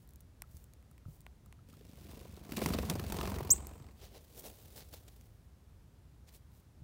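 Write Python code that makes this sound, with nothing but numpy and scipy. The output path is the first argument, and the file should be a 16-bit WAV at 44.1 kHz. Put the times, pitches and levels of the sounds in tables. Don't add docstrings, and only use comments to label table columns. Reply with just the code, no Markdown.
import sys
import numpy as np
from scipy import signal
from scipy.fft import rfft, irfft, next_fast_len
from scipy.io import wavfile
from scipy.ndimage import uniform_filter1d

SR = 44100
rng = np.random.default_rng(int(sys.argv[2]) if len(sys.argv) > 2 else 0)


def master(y):
    cut = np.clip(np.atleast_2d(y).T, -1, 1)
    pcm = np.round(cut * 32767)
    wavfile.write(sys.argv[1], SR, pcm.astype(np.int16))


N = 301203
TIME = np.arange(N) / SR
SIZE = next_fast_len(N, True)
FREQUENCY = np.maximum(np.arange(SIZE // 2 + 1) * SR / SIZE, 1)

# frequency in Hz, relative density in dB per Hz.
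OUTDOOR_SPECTRUM = [(20, -27), (31, -29), (42, -7), (68, -2.5), (100, -7.5), (160, -15), (300, -24),
                    (600, -31.5), (1200, -37), (2500, -43), (6000, -46), (16000, -50)]
THUD_SPECTRUM = [(150, 0), (300, -3), (480, 2.5), (800, -7.5), (1400, -26), (3000, -28)]
CRUNCH_SPECTRUM = [(600, -0.5), (1400, -6), (2500, -3), (3800, -0.5), (6000, -4.5), (10000, -16.5)]
HISS_SPECTRUM = [(2500, -12.5), (6500, -2), (10000, 0.5), (13000, 0.5), (15000, 5), (17000, -0.5)]
CRACK_SPECTRUM = [(1500, -13), (3000, -11.5), (5000, -3), (8500, 4), (11000, 2), (16000, 1)]
WHIRL_SPECTRUM = [(90, -13), (150, 3.5), (220, 4), (300, -10), (450, -5.5), (620, -13.5), (1000, -31),
                  (1500, -23.5), (2500, -32.5), (5000, -55)]
FLUTTER_SPECTRUM = [(450, -16), (660, 6), (820, 3), (1050, 3.5), (1300, -4.5), (1600, -14), (2250, -9.5),
                    (3200, -19.5)]
FEATHER_SPECTRUM = [(400, -12.5), (1000, -12), (2500, 0), (4500, -1), (6500, -4), (9000, -4.5), (12000, -6),
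                    (15000, -1.5), (17000, -9)]

# centre in seconds, half length in seconds,
# then relative levels in dB of thud, crunch and hiss.
SNOW_SCUFFS = [(0.023, 0.016, -90.5, -83, -73.5), (0.565, 0.046, -93, -78.5, -71),
               (1.132, 0.035, -73, -84, -71), (4.043, 0.031, -62, -59, -66), (4.162, 0.022, -57, -59, -67),
               (4.383, 0.019, -58, -62, -60), (4.395, 0.0034, -73, -68, -47.5),
               (4.466, 0.03, -54, -59, -57.5), (4.617, 0.29, -67.5, -68, -67),
               (4.781, 0.014, -56.5, -56, -54.5), (4.815, 0.012, -64, -58, -69),
               (4.94, 0.0072, -56.5, -56, -56.5), (4.971, 0.0095, -68, -59, -61.5),
               (5.084, 0.0037, -62.5, -56, -68), (5.156, 0.087, -76, -76.5, -77),
               (6.289, 0.0087, -75.5, -60.5, -68), (6.349, 0.015, -73, -64.5, -63.5),
               (6.57, .042, -81, -79, -76)]
# start in seconds, relative knock level in dB, relative crack level in dB.
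HUSK_CRACKS = [(0.136, -80, -65.5), (0.4209, -43, -45), (.569, -71, -60), (.6419, -69, -62),
               (0.7363, -66, -62.5), (0.8268, -66, -74), (.98, -59, -68), (1.2654, -43.5, -63),
               (1.5261, -51, -64.5), (3.67, -68, -47.5), (5.0813, -75, -57), (5.2112, -63, -63)]
# frequency in Hz, mean relative level in dB, 60 dB decay in seconds.
HUSK_MODES = [(685, -4, 0.0076), (1090, -6.5, 0.013), (1440, -16, 0.027), (2030, 5, 0.0041),
              (2770, 3, 0.0036), (3850, -2, 0.0016)]
# start in seconds, level in dB, frequency in Hz.
MELT_DRIPS = [(.4395, -55, 1300), (.914, -63, 1260), (1.054, -56, 1300), (1.461, -62, 1240),
              (1.591, -58, 1310), (1.736, -55, 1280)]
# start in seconds, level in dB, frequency in Hz.
LEDGE_BUMPS = [(.545, -42.5, 74), (1.061, -37.5, 105.6), (1.084, -39.5, 144), (6.819, -40.5, 123)]

# first beat in seconds, end in seconds, beats per second,
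# return stroke and air push as shares of the cycle, then levels in dB relative to the loudness for
# and last the hollow share in dB (of flutter relative to whirl, and of pop relative to snap).
TAKE_OFFS = [(1.687, 1.99, 24.5, 0.34, 0.084, 3, -14.5, -4, -19, -2, -12, -13, -20),
             (2.011, 2.43, 24.94, 0.5, 0.068, 2, -10.5, -12, -13, -0.5, -6, -7, -10.5),
             (2.449, 2.85, 23.65, .42, 0.39, 3.5, -8, -10.5, -15, 2, -8.5, -11.5, -10.5),
             (2.911, 3.06, 23.47, 0.37, 0.69, 3, -16, -2.5, -27, 3.5, -6, -13.5, -10),
             (3.0992, 3.89, 22.88, .55, .38, 3, -7.5, -3, -2.5, 3.5, -7.5, -13.5, -5.5)]
# nearest approach in seconds, loudness there in dB, swell in dB/s, fade in dB/s.
BIRD_PASSES = [(2.15, -53.5, 13, 29), (2.601, -35.5, 125.5, 18.5), (3.24, -38.5, 20, 34.5)]
# start in seconds, relative levels in dB of snap, hollow pop and whirl,
# snap decay constant in seconds.
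WING_SLAPS = [(1.698, -63, -85, -67, 0.0072), (2.068, -62, -78, -59, 0.0022),
              (2.366, -55, -79.5, -72, 0.003), (2.52, -41, -61, -40, .0034), (2.568, -36, -48, -37, .0045),
              (2.58, -45, -53, -36, 0.0021), (2.617, -43, -42, -33, 0.0025),
              (2.66, -31, -35.5, -28.5, 0.003), (2.687, -42.5, -44, -45, .0034),
              (2.736, -39.5, -40, -39, 0.0083), (2.786, -41, -44, -37, 0.0048),
              (2.898, -31, -51, -35.5, 0.0042), (2.995, -43.5, -46.5, -45, 0.0031),
              (3.122, -36, -51, -39.5, 0.0022), (3.212, -42, -43.5, -49, 0.0033)]
# median frequency in Hz, mean relative level in dB,
# 60 dB decay in seconds.
POCKET_MODES = [(1020, -1, 0.0202), (1403, -6, .014), (2260, -1.5, 0.0077)]
# centre in seconds, level in dB,
# half length in seconds.
WAKE_GUST = (2.905, -43, 0.035)
# central delay in seconds, level relative to the direct call in dB.
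CHIP_ECHOES = [(.0035, -21.5), (.008, -12.5), (0.041, -38), (.055, -41)]

STROKE_SCATTER_DB = 1.1
SETTLE_DB_PER_S = 5
MAIN_POP_DB, RETURN_POP_DB = -2, 2
WAKE_LAG_S, DOWNWASH_LAG_S = .04, .11
DOWNWASH_FOLLOWS, CLOSE_DB = 0.89, -38
CHIP_S = 3.5025
CHIP_START_HZ, CHIP_TOP_HZ, CHIP_GLIDE_S = 4850, 8400, .0092
CHIP_ATTACK_S, CHIP_HOLD_S, CHIP_RELEASE_S = .0055, .0265, .003
CHIP_SAG_FROM_S, CHIP_SAG_DB_PER_S = .014, 418
OCTAVE_DB, OCTAVE_SAG_DB_PER_S = -11, 800
CUTOFF_HZ = 15750


def from_db(db):
    return 10 ** (np.asarray(db) / 20)


def rms_one(x):
    return x / np.sqrt(np.mean(x ** 2) + 1e-20)


def noise(spectrum):
    hz, db = np.transpose(spectrum)
    skirts = np.minimum(FREQUENCY / hz[0], 1) ** 2 * np.minimum(hz[-1] / FREQUENCY, 1) ** 2
    gain = from_db(np.interp(np.log(FREQUENCY), np.log(hz), db)) * skirts
    white = rng.standard_normal(SIZE)
    return rms_one(irfft(rfft(white) * gain, SIZE)[:N])


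def flicker(rate, depth_db):
    luck = np.clip(rng.standard_normal(N // 10), -2.5, 2.5)
    points = from_db(depth_db * luck)
    return rms_one(np.interp(TIME * rate, np.arange(len(points)), points))


def add(out, s, sound):
    start = max(int(round(s * SR)), 0)
    part = out[start:start + len(sound)]
    part += sound[:len(part)]


def bursts(times, levels_db, rise, decay):
    t = TIME[:SR // 8]
    shape = np.minimum(t / rise, 1) ** 2 * np.exp(-np.maximum(t - rise, 0) / decay)
    power = np.zeros(N)
    for s, db in zip(times, levels_db):
        add(power, s - rise, (from_db(db) * shape) ** 2)
    return np.sqrt(power)


def evened(x, seconds):
    window = max(int(seconds * SR), 2)
    return x / np.sqrt(uniform_filter1d(x ** 2, window) + 1e-6)


def ring(hz, t60):
    t = TIME[:SR // 5]
    return np.sin(2 * np.pi * hz * t) * from_db(-60 * t / t60)


def outdoors(level_db, heave_db):
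    air = noise(OUTDOOR_SPECTRUM)
    rumble = signal.sosfiltfilt(signal.butter(2, 160, fs=SR, output="sos"), air)
    return from_db(level_db) * (air - rumble + rumble * flicker(rate=39, depth_db=heave_db))


def snow(thud_db, crunch_db, hiss_db):
    power = np.zeros((3, N))
    for s, half, *levels in SNOW_SCUFFS:
        near = slice(max(int((s - 6 * half) * SR), 0), int((s + 6 * half) * SR))
        shape = np.exp(-np.abs((TIME[near] - s) / half) ** 1.57)
        power[:, near] += from_db(levels)[:, None] ** 2 * shape
    thud, crunch, hiss = np.sqrt(power)
    crust = crunch * from_db(crunch_db) * noise(CRUNCH_SPECTRUM)
    fine = hiss * from_db(hiss_db) * noise(HISS_SPECTRUM)
    packing = thud * from_db(thud_db) * noise(THUD_SPECTRUM)
    grains = (crust + fine) * flicker(rate=1100, depth_db=3.5)
    return (packing + grains) * flicker(rate=140, depth_db=2.0)


def seeds(knock_db, crack_db, crumbs_per_s, crumb_db):
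    s, knocks, cracks = np.transpose(HUSK_CRACKS)
    out = bursts(s, cracks + crack_db, rise=.0005, decay=.0005) * evened(noise(CRACK_SPECTRUM), seconds=.001)
    for at, db in zip(s, knocks):
        knock = 0
        for k, (hz, mode_db, t60) in enumerate(HUSK_MODES):
            gain = from_db(mode_db + rng.normal(0, 1)) * (-1) ** k
            knock = knock + gain * ring(hz, t60)
        add(out, at, from_db(db + knock_db) * knock)
    chance = rng.random((300, 2))
    when = np.cumsum(-np.log(chance[:, 0])) / crumbs_per_s
    feeding = when < 1.7
    levels_db = crumb_db + 10 * chance[feeding, 1]
    crumbs = bursts(when[feeding], levels_db, rise=0.00027, decay=0.0011)
    return out + crumbs * noise(HISS_SPECTRUM)


def plops(rows, t60):
    out = np.zeros(N)
    for s, db, hz in rows:
        add(out, s, from_db(db) * ring(hz, t60))
    return out


def loudness(s):
    levels = []
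    for at, db, swell, fade in BIRD_PASSES:
        before, after = np.maximum(at - s, 0), np.maximum(s - at, 0)
        levels.append(db - max(swell, 0) * before - fade * after)
    return np.max(levels, axis=0)


def wingbeats():
    strokes, pushes = [], []
    for (first, end, rate, return_at, push_at, main_db, return_db, snap_db, return_snap_db,
         push_db, _, _, hollow_db) in TAKE_OFFS:
        chance = STROKE_SCATTER_DB * rng.standard_normal((40, 5))
        for s, luck in zip(np.arange(first, end, 1 / rate), chance):
            back = s + return_at / rate
            settled = SETTLE_DB_PER_S * (s - first)
            whirl = loudness(s) + main_db + luck[2]
            back_whirl = loudness(back) + return_db + luck[3]
            snap = loudness(s) + snap_db - settled + luck[0]
            back_snap = loudness(back) + return_snap_db - settled + luck[1]
            strokes.append((s, whirl, snap, snap + hollow_db + MAIN_POP_DB))
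            strokes.append((back, back_whirl, back_snap, back_snap + hollow_db + RETURN_POP_DB))
            downwash = CLOSE_DB + DOWNWASH_FOLLOWS * (loudness(s - DOWNWASH_LAG_S) - CLOSE_DB)
            pushes.append((s + push_at / rate, downwash + push_db + luck[4]))
    return np.array(strokes), np.array(pushes)


def rush(blend_s, fade_s):
    first, end, *_, wake_db, rustle_db, hollow_db = np.transpose(TAKE_OFFS)
    bird = np.maximum(np.searchsorted(first, TIME) - 1, 0)
    window = int(blend_s * SR)
    wake, rustle, hollow = [uniform_filter1d(db[bird], window) for db in (wake_db, rustle_db, hollow_db)]
    rustle = rustle - SETTLE_DB_PER_S * uniform_filter1d(TIME - first[bird], window)
    gust_s, gust_db, gust_half_s = WAKE_GUST
    gust = from_db(gust_db) * np.exp(-((TIME - gust_s) / gust_half_s) ** 2)
    flying = np.interp(TIME, [first[0] - .02, first[0], end[-1], end[-1] + fade_s], [0, 1, 1, 0])
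    wake_gain = flying * from_db(wake + loudness(TIME - WAKE_LAG_S)) + gust
    rustle_gain = flying * from_db(rustle + loudness(TIME))
    return wake_gain, rustle_gain, from_db(hollow)


def mottled(x, rate, depth_db):
    octaves = np.clip(np.log2(FREQUENCY / 500), 0, 5)
    spectrum = rfft(x, SIZE)
    total = 0
    for k in range(6):
        band = irfft(spectrum * np.maximum(1 - np.abs(octaves - k), 0), SIZE)[:N]
        total = total + band * flicker(rate, depth_db)
    return rms_one(total)


def air_push(pushes, push_hz, width, push_db):
    out, t = np.zeros(N), TIME[:SR // 10] - .05
    for (s, db), luck in zip(pushes, rng.standard_normal(200)):
        pace = np.exp(.2 * luck)
        swing = np.sin(2 * np.pi * push_hz * pace * t) * np.exp(-(t * pace / width) ** 2)
        add(out, s + t[0], from_db(db + push_db) * swing)
    return signal.sosfilt(signal.butter(4, 48, "high", fs=SR, output="sos"), out)


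def vortex(puffs, puff_hz, width, puff_db):
    out, t = np.zeros(N), TIME[:SR // 25] - .02
    for (s, db), luck in zip(puffs, rng.standard_normal(400)):
        pace = np.exp(0.2 * luck)
        puff = np.sin(2 * np.pi * puff_hz * pace * t) * np.exp(-(t / width) ** 2)
        add(out, s + .004 + t[0], from_db(db + puff_db) * puff)
    return out


def claps(pops, clap_db, spread):
    out = np.zeros(N)
    for (s, pop_db), luck in zip(pops, rng.standard_normal((400, 4))):
        pitch = np.exp(spread * luck[-1])
        pop = 0
        for k, (hz, db, t60) in enumerate(POCKET_MODES):
            pop = pop + from_db(db + 1.4 * luck[k]) * (-1) ** k * ring(hz * pitch, t60)
        add(out, s, from_db(pop_db + clap_db) * pop)
    return out


def wings():
    strokes, pushes = wingbeats()
    s, whirl_db, snap_db, pop_db = strokes.T
    puffs = np.array([(at, db) for at, _, _, db, _ in WING_SLAPS] + list(zip(s, whirl_db)))
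    pops = [(at, db) for at, _, db, _, _ in WING_SLAPS] + list(zip(s, pop_db))
    wake, rustle, hollow = rush(blend_s=0.2, fade_s=0.24)

    flutter = hollow * mottled(noise(FLUTTER_SPECTRUM), rate=91, depth_db=3.5)
    turbulence = (evened(noise(WHIRL_SPECTRUM), seconds=0.01) + flutter) / np.sqrt(1 + hollow ** 2)
    whirl_bursts = bursts(puffs[:, 0] + .002, puffs[:, 1] - .5, rise=.003, decay=0.0066)
    whirl = (whirl_bursts + wake) * turbulence

    barbs = evened(mottled(noise(FEATHER_SPECTRUM), rate=90, depth_db=4.5), seconds=.002)
    barbs = barbs * flicker(rate=3000, depth_db=2.5)
    slaps = sum(bursts([at + 0.00058], [db + 2], rise=0.00085, decay=decay)
                for at, db, _, _, decay in WING_SLAPS)
    stroke_snaps = bursts(s + 0.00082, snap_db + 1, rise=0.00182, decay=0.0034)
    snap = np.hypot(stroke_snaps, slaps) * barbs
    rubbing = rustle * mottled(noise(FEATHER_SPECTRUM), rate=200, depth_db=1) * flicker(rate=350, depth_db=4.5)

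    pushed = air_push(pushes, push_hz=74, width=0.012, push_db=3.0)
    shed = vortex(puffs, puff_hz=305, width=0.0048, puff_db=0)
    return pushed + shed + claps(pops, clap_db=8.5, spread=.14) + whirl + snap + rubbing


def whistle(doppler, octave_db):
    corners = np.cumsum([0, CHIP_ATTACK_S, CHIP_HOLD_S, CHIP_RELEASE_S])
    t = TIME[:SR // 16]
    hz = CHIP_TOP_HZ + (CHIP_START_HZ - CHIP_TOP_HZ) * np.exp(-t / CHIP_GLIDE_S)
    waver = 1 + .005 * np.interp(t * 700, np.arange(50), rng.standard_normal(50))
    phase = 2 * np.pi * np.cumsum(hz * waver * doppler) / SR
    sagging = np.maximum(t - CHIP_SAG_FROM_S, 0)
    envelope = np.interp(t, corners, [0, 1, 1, 0]) * from_db(-CHIP_SAG_DB_PER_S * sagging)
    octave = from_db(OCTAVE_DB + octave_db - OCTAVE_SAG_DB_PER_S * sagging)
    return envelope * (np.sin(phase) + octave * np.sin(2 * phase))


def chip(level_db, near_db, near_t60, far_db, far_t60):
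    lag = TIME[:SR]
    near = from_db(near_db - 60 * lag / near_t60)
    for delay, echo_db in CHIP_ECHOES:
        smear = np.exp(-((lag - delay) / (0.282 * delay)) ** 2)
        near = near + from_db(echo_db) * smear / np.sqrt(np.sum(smear ** 2))
    paths = near * rng.standard_normal(SR)
    paths[0] += 1
    trees = from_db(far_db - 60 * lag / far_t60) * rng.standard_normal(SR)
    ahead = signal.fftconvolve(whistle(doppler=1.015, octave_db=-3), trees)
    ahead = signal.lfilter(*signal.butter(1, [7000, 11000], "band", fs=SR), ahead)
    out = np.zeros(N)
    add(out, CHIP_S, signal.fftconvolve(whistle(doppler=0.99, octave_db=0.5), paths))
    add(out, CHIP_S, ahead)
    return from_db(level_db) * out


def scene():
    birds = wings() + chip(level_db=-16.5, near_db=-48.5, near_t60=.16, far_db=-63.5, far_t60=.85)
    feeding = seeds(knock_db=1.5, crack_db=12.5, crumbs_per_s=6.7, crumb_db=-60) + plops(LEDGE_BUMPS, t60=0.086)
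    ambience = outdoors(level_db=-58, heave_db=0.5) + plops(MELT_DRIPS, t60=0.023)
    return (birds + feeding + snow(thud_db=0.5, crunch_db=-1.0, hiss_db=3.0) + ambience)[None]


def record(dry):
    return signal.sosfilt(signal.ellip(10, .2, 75, CUTOFF_HZ, fs=SR, output="sos"), dry)


dry = scene()
out = record(dry)
master(out)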